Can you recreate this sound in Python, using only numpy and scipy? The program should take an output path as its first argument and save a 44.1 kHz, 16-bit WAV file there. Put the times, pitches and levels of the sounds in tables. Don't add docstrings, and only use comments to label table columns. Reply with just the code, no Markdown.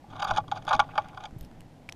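import sys
import numpy as np
from scipy import signal
from scipy.fft import rfft, irfft
from scipy.io import wavfile

SR = 44100
rng = np.random.default_rng(int(sys.argv[2]) if len(sys.argv) > 2 else 0)


def transcribe(signal):
    frames = np.atleast_2d(signal).T
    limited = np.clip(frames, -1, 1)
    pcm = np.round(limited * 32767).astype(np.int16)
    wavfile.write(sys.argv[1], SR, pcm)


N = 85995
T = np.arange(N) / SR


def from_db(db):
    return 10 ** (np.asarray(db) / 20)


def rms_one(x):
    return x / np.sqrt(np.mean(x ** 2) + 1e-20)


def decay(t60):
    return from_db(-60 / (t60 * SR))


def cut(x, hz, kind, order=1):
    return signal.sosfilt(signal.butter(order, hz, kind, fs=SR, output="sos"), x + 1e-18)


def click(start):
    return 1. * (np.arange(N) == int(start * SR))


def ring(x, hz, t60):
    fall, turn = decay(t60), 2 * np.pi * hz / SR
    return signal.lfilter([0, np.sin(turn)], [1, -2 * fall * np.cos(turn), fall * fall], x + 1e-18)


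def noise(spectrum):
    hz, db = np.transpose(spectrum)
    bins_hz = np.maximum(np.fft.rfftfreq(N, 1 / SR), 1)
    eq = from_db(np.interp(np.log(bins_hz), np.log(hz), db))
    return rms_one(irfft(rfft(rng.standard_normal(N)) * eq, N))


def swells(rows, rise):
    envelope = np.zeros(N)
    for start, length, db in rows:
        triangle = np.interp(T, [start, start + rise * length, start + length], [0, 1, 0])
        envelope += from_db(db) * np.sin(np.pi / 2 * triangle)
    return envelope


# frequency in Hz, relative level in dB.
AIR = [(15, -25), (25, 0.5), (71, -5), (164, 0.5), (209, -3), (274, -1.5), (399, -12.5), (802, -8.5),
       (1170, -22), (2000, -23.5), (2350, -26), (2690, -27), (3160, -27), (13500, -42.5), (15400, -55)]
RUMBLE = [(20, -5), (80, -22.5), (105, 2), (124, -12), (150, -1), (220, -22), (285, -13), (360, -19.5),
          (700, -26), (2000, -70.5)]
# time in seconds, level in dB.
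RUMBLE_LEVEL = [(0, -74), (.11, -47.5), (.35, -43.5), (.6, -47.5), (1.0, -48.5), (1.25, -52), (1.6, -59),
                (1.95, -51.5)]


def background(air_db=-53.5):
    rumble_gain = from_db(np.interp(T, *np.transpose(RUMBLE_LEVEL)))
    return from_db(air_db) * noise(AIR) + rumble_gain * noise(RUMBLE)


# start in seconds, ring level in dB, pitch in Hz, ring t60 in seconds,
# crackle level in dB.
TICKS = [(.2442, -35.5, 11200, 0.0015, -64), (.651, -44, 5460, .004, -44.5),
         (1.0855, -54, 6000, 0.0036, -50), (1.3095, -48.5, 1440, 0.0094, -58),
         (1.3845, -53, 12300, .003, -54), (1.39, -43, 11400, 0.002, -71),
         (1.410, -38.5, 12150, 0.0029, -41), (1.4295, -51, 8640, 0.0033, -53),
         (1.449, -50, 5200, 0.0088, -48.5), (1.5145, -40, 1490, 0.0027, -60),
         (1.6065, -48.5, 2900, 0.015, -42.5), (1.617, -41.5, 1750, 0.0017, -55),
         (1.8902, -25.5, 2370, 0.011, -40.5), (1.8942, -26, 2470, 0.0033, -57),
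         (1.8965, -38, 5300, 0.0074, -46), (1.9238, -25.5, 3330, 0.0017, -62),
         (1.9248, -31, 5940, 0.0032, -39)]


def icy_ticks(crackle_t60_s=0.0092, crackle_top_hz=9260):
    rings = sum(from_db(db) * ring(click(start), hz, t60) for start, db, hz, t60, _ in TICKS)
    hits = sum(from_db(db) * click(start) for start, _, _, _, db in TICKS)
    tails = signal.lfilter([1], [1, -decay(crackle_t60_s)], hits + 1e-18)
    return rings + cut(tails * rng.standard_normal(N), crackle_top_hz, "low", order=2)


# start in seconds, length in seconds, level in dB.
RUSTLES = [(.83, 0.021, -58), (.895, 0.032, -54), (1.005, 0.077, -62), (1.075, .035, -57.5)]
SWISHES = [(1.37, 0.11, -66.5)]
# frequency in Hz, relative level in dB.
RUSTLE_EQ = [(800, -15), (1800, -0.5), (2500, 3), (3500, -11), (5000, -22), (9000, -44), (15000, -26)]
SWISH_EQ = [(1500, -17), (3500, -1), (8000, -16), (12500, -8), (14500, -13)]


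def feathers():
    return swells(RUSTLES, rise=0.51) * noise(RUSTLE_EQ) + swells(SWISHES, rise=0.62) * noise(SWISH_EQ)


# start in seconds, length in seconds, level in dB.
PUFFS = [(.27, 0.11, -39), (.745, 0.029, -32), (.79, 0.025, -39), (1.31, 0.087, -44.5),
         (1.39, 0.107, -44.5), (1.47, 0.21, -48)]
# frequency in Hz, relative level in dB.
PUFF_EQ = [(20, 2), (50, -4), (90, -8), (160, -10.5), (300, -11.5), (700, -36.5), (2000, -36),
           (15000, -100)]
# start in seconds, level in dB, pitch in Hz.
WINGBEATS = [(.755, -31.5, 86), (1.327, -34.5, 70), (1.363, -28, 121), (1.3925, -39, 60.4),
             (1.411, -33, 55), (1.448, -48, 40), (1.494, -47, 35.2)]


def wings(beat_t60_s=0.058):
    beats = sum(from_db(db) * ring(click(start), hz, beat_t60_s) for start, db, hz in WINGBEATS)
    return swells(PUFFS, rise=0.28) * noise(PUFF_EQ) + beats


def slips(per_s, spread_db=3):
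    slipping = rng.random(N) < per_s / SR
    sizes = from_db(spread_db * rng.standard_normal(N))
    return rms_one(slipping * sizes * rng.choice([-1, 1], N))


def knock(start, hz, skid_to_push=0.59, skid_fade_s=0.0039, contact_q=1.7):
    since = T - start
    skid = slips(per_s=2400) * (since > 0) * np.exp(-np.abs(since) / skid_fade_s)
    skid = rms_one(skid) / np.sqrt(N)
    landing = (click(start) + skid_to_push * skid) / np.hypot(1, skid_to_push)
    omega = 2 * np.pi * hz
    spring = signal.bilinear([omega, 0], [1, omega / contact_q, omega * omega], SR)
    return signal.lfilter(*spring, landing + 1e-18)


# start in seconds, force in dB, pitch of the contact in Hz.
STEPS = [(.041, -45, 774), (.129, -34.5, 1110), (.166, -35.5, 1300), (.204, -29, 1200), (.2272, -17, 1350),
         (.2495, -20.5, 1150), (.2705, -24.5, 1200), (.292, -20.5, 1250), (.3025, -28, 1200),
         (.3105, -14.5, 1170), (.3695, -21.5, 1200), (.382, -16, 900), (.4055, -60, 1490),
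         (.4395, -40.5, 1100), (.481, -39.5, 1300), (.5195, -21, 900), (.528, -34, 900), (.576, -35, 1200),
         (.6215, -44, 1500), (.6785, -19, 1450), (.7022, -30, 1400), (.709, -12.5, 1300),
         (.7145, -13, 1100), (.729, -11, 1300), (.735, -12.5, 990), (.7505, -31, 1400), (.7932, -9, 1200),
         (.7996, -9, 2340), (.8002, -14.5, 1050), (.8125, -36, 1200), (.821, -26.5, 1100),
         (.890, -35, 1300), (.936, -38, 1200), (.9565, -25.5, 1300), (.9775, -17.5, 2550),
         (.979, -10, 1660), (.982, -16.5, 900), (.998, -28.5, 850), (1.0435, -42, 1400),
         (1.0565, -38, 1300), (1.131, -39.5, 1030), (1.1745, -28.5, 1400), (1.203, -40, 1300),
         (1.244, -38, 1150)]
# start in seconds, length in seconds, force in dB.
SCRAPES = [(.098, 0.019, -59), (.122, .022, -65.5), (.153, 0.01, -61), (.163, 0.0036, -47),
           (.192, 0.014, -44), (.199, 0.0071, -54), (.218, 0.014, -36), (.244, 0.0063, -36),
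           (.270, 0.023, -42.5), (.289, 0.0034, -46), (.301, 0.0039, -38), (.308, 0.0039, -29.5),
           (.332, 0.012, -48), (.345, 0.011, -49), (.360, 0.0062, -38), (.369, 0.0099, -33),
           (.3785, 0.0048, -34), (.391, .006, -61), (.477, 0.0083, -53.5), (.514, 0.0027, -34.5),
           (.517, 0.0077, -44), (.549, 0.029, -52), (.572, 0.0052, -44), (.620, 0.0068, -53.5),
           (.667, 0.0042, -44), (.676, 0.012, -43.5), (.687, 0.0097, -35), (.701, 0.0022, -46),
           (.7085, 0.005, -41), (.727, 0.012, -32.5), (.740, 0.011, -39.5), (.750, 0.002, -30.5),
           (.761, 0.0068, -46), (.793, 0.0053, -26), (.7995, 0.0031, -27.5), (.812, .003, -43),
           (.953, 0.0066, -52), (.977, 0.004, -35), (1.009, 0.003, -59.5), (1.017, 0.0074, -56.5),
           (1.043, .005, -58), (1.055, 0.0065, -67), (1.083, 0.0066, -58), (1.144, 0.0051, -53.5),
           (1.171, 0.01, -51.5), (1.204, 0.0062, -50), (1.2355, 0.0063, -43.5), (1.252, .007, -41),
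           (1.26, 0.0036, -54)]
# time in seconds, force in dB.
RUB = [(0, -119), (.07, -86), (.13, -64), (.19, -63.5), (.24, -57), (.33, -61), (.40, -57.5), (.43, -105),
       (.505, -107), (.53, -58.5), (.58, -61), (.61, -77.5), (.66, -66.5), (.69, -51.5), (.74, -54),
       (.78, -62), (.84, -62.5), (.875, -72), (.95, -65), (.99, -57.5), (1.04, -72), (1.16, -74.5),
       (1.21, -64.5), (1.26, -63.5), (1.30, -90), (1.36, -110)]


def feet(claw_low_hz=2700, rub_top_hz=4000, rub_flicker_db=2):
    knocks = sum(from_db(db) * knock(start, hz) for start, db, hz in STEPS)
    scrapes = cut(swells(SCRAPES, rise=0.4) * slips(per_s=8000), claw_low_hz, "high")
    flicker_db = rub_flicker_db * rms_one(cut(rng.standard_normal(N), 60, "low", order=2))
    rub_gain = from_db(np.interp(T, *np.transpose(RUB)) + flicker_db)
    rub = cut(rub_gain * slips(per_s=2500), rub_top_hz, "low")
    return knocks + scrapes + rub


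def mode(force, hz, t60, build_up_s=0.00069):
    turn = np.exp(2j * np.pi * hz / SR)
    rise = np.exp(-1 / (build_up_s * SR))
    poles = [decay(t60) * turn, rise * turn]
    return signal.lfilter([1 - rise], np.poly(poles), force + 1e-18).imag


PERCH_HZ = [535, 651, 780, 829, 1028, 1144, 1196, 1403, 1515, 1640, 2262, 2422, 2575, 3100, 3300, 3465,
            3650, 3900, 4720, 5200, 5770, 6280, 6620, 9370, 11200]
# gain in dB, t60 in seconds.
PERCH_RING = [(-38.5, 0.026), (-15.5, 0.13), (-8, 0.041), (-1, 0.038), (-4, 0.022), (-13, 0.054),
              (-8.5, 0.02), (-7.5, 0.022), (-30, 0.019), (-35, 0.03), (-17, 0.025), (-21.5, 0.034),
              (-47, 0.044), (-21.5, 0.016), (-13, 0.013), (-9, 0.008), (-21.5, 0.018), (-55, 0.029),
              (-20, 0.017), (-24, 0.0094), (-31.5, 0.025), (-22, 0.01), (-24, 0.0091), (-29, 0.0062),
              (-66, 0.00092)]
# centre in Hz, width in Hz.
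DEAD_BANDS = [(1950, 426), (4220, 68), (10200, 490)]


def perch(force, low_cut_hz=543):
    body = sum(from_db(db) * mode(force, hz, t60) for hz, (db, t60) in zip(PERCH_HZ, PERCH_RING))
    for hz, width in DEAD_BANDS:
        body = signal.lfilter(*signal.iirnotch(hz, hz / width, SR), body)
    return cut(body, low_cut_hz, "high", order=3)


def scene():
    return (background() + perch(feet()) + feathers() + wings() + icy_ticks())[None]


def record(dry, cutoff_hz=15000):
    return signal.sosfilt(signal.ellip(10, .1, 80, cutoff_hz, fs=SR, output="sos"), dry)


dry = scene()
out = record(dry)
transcribe(out)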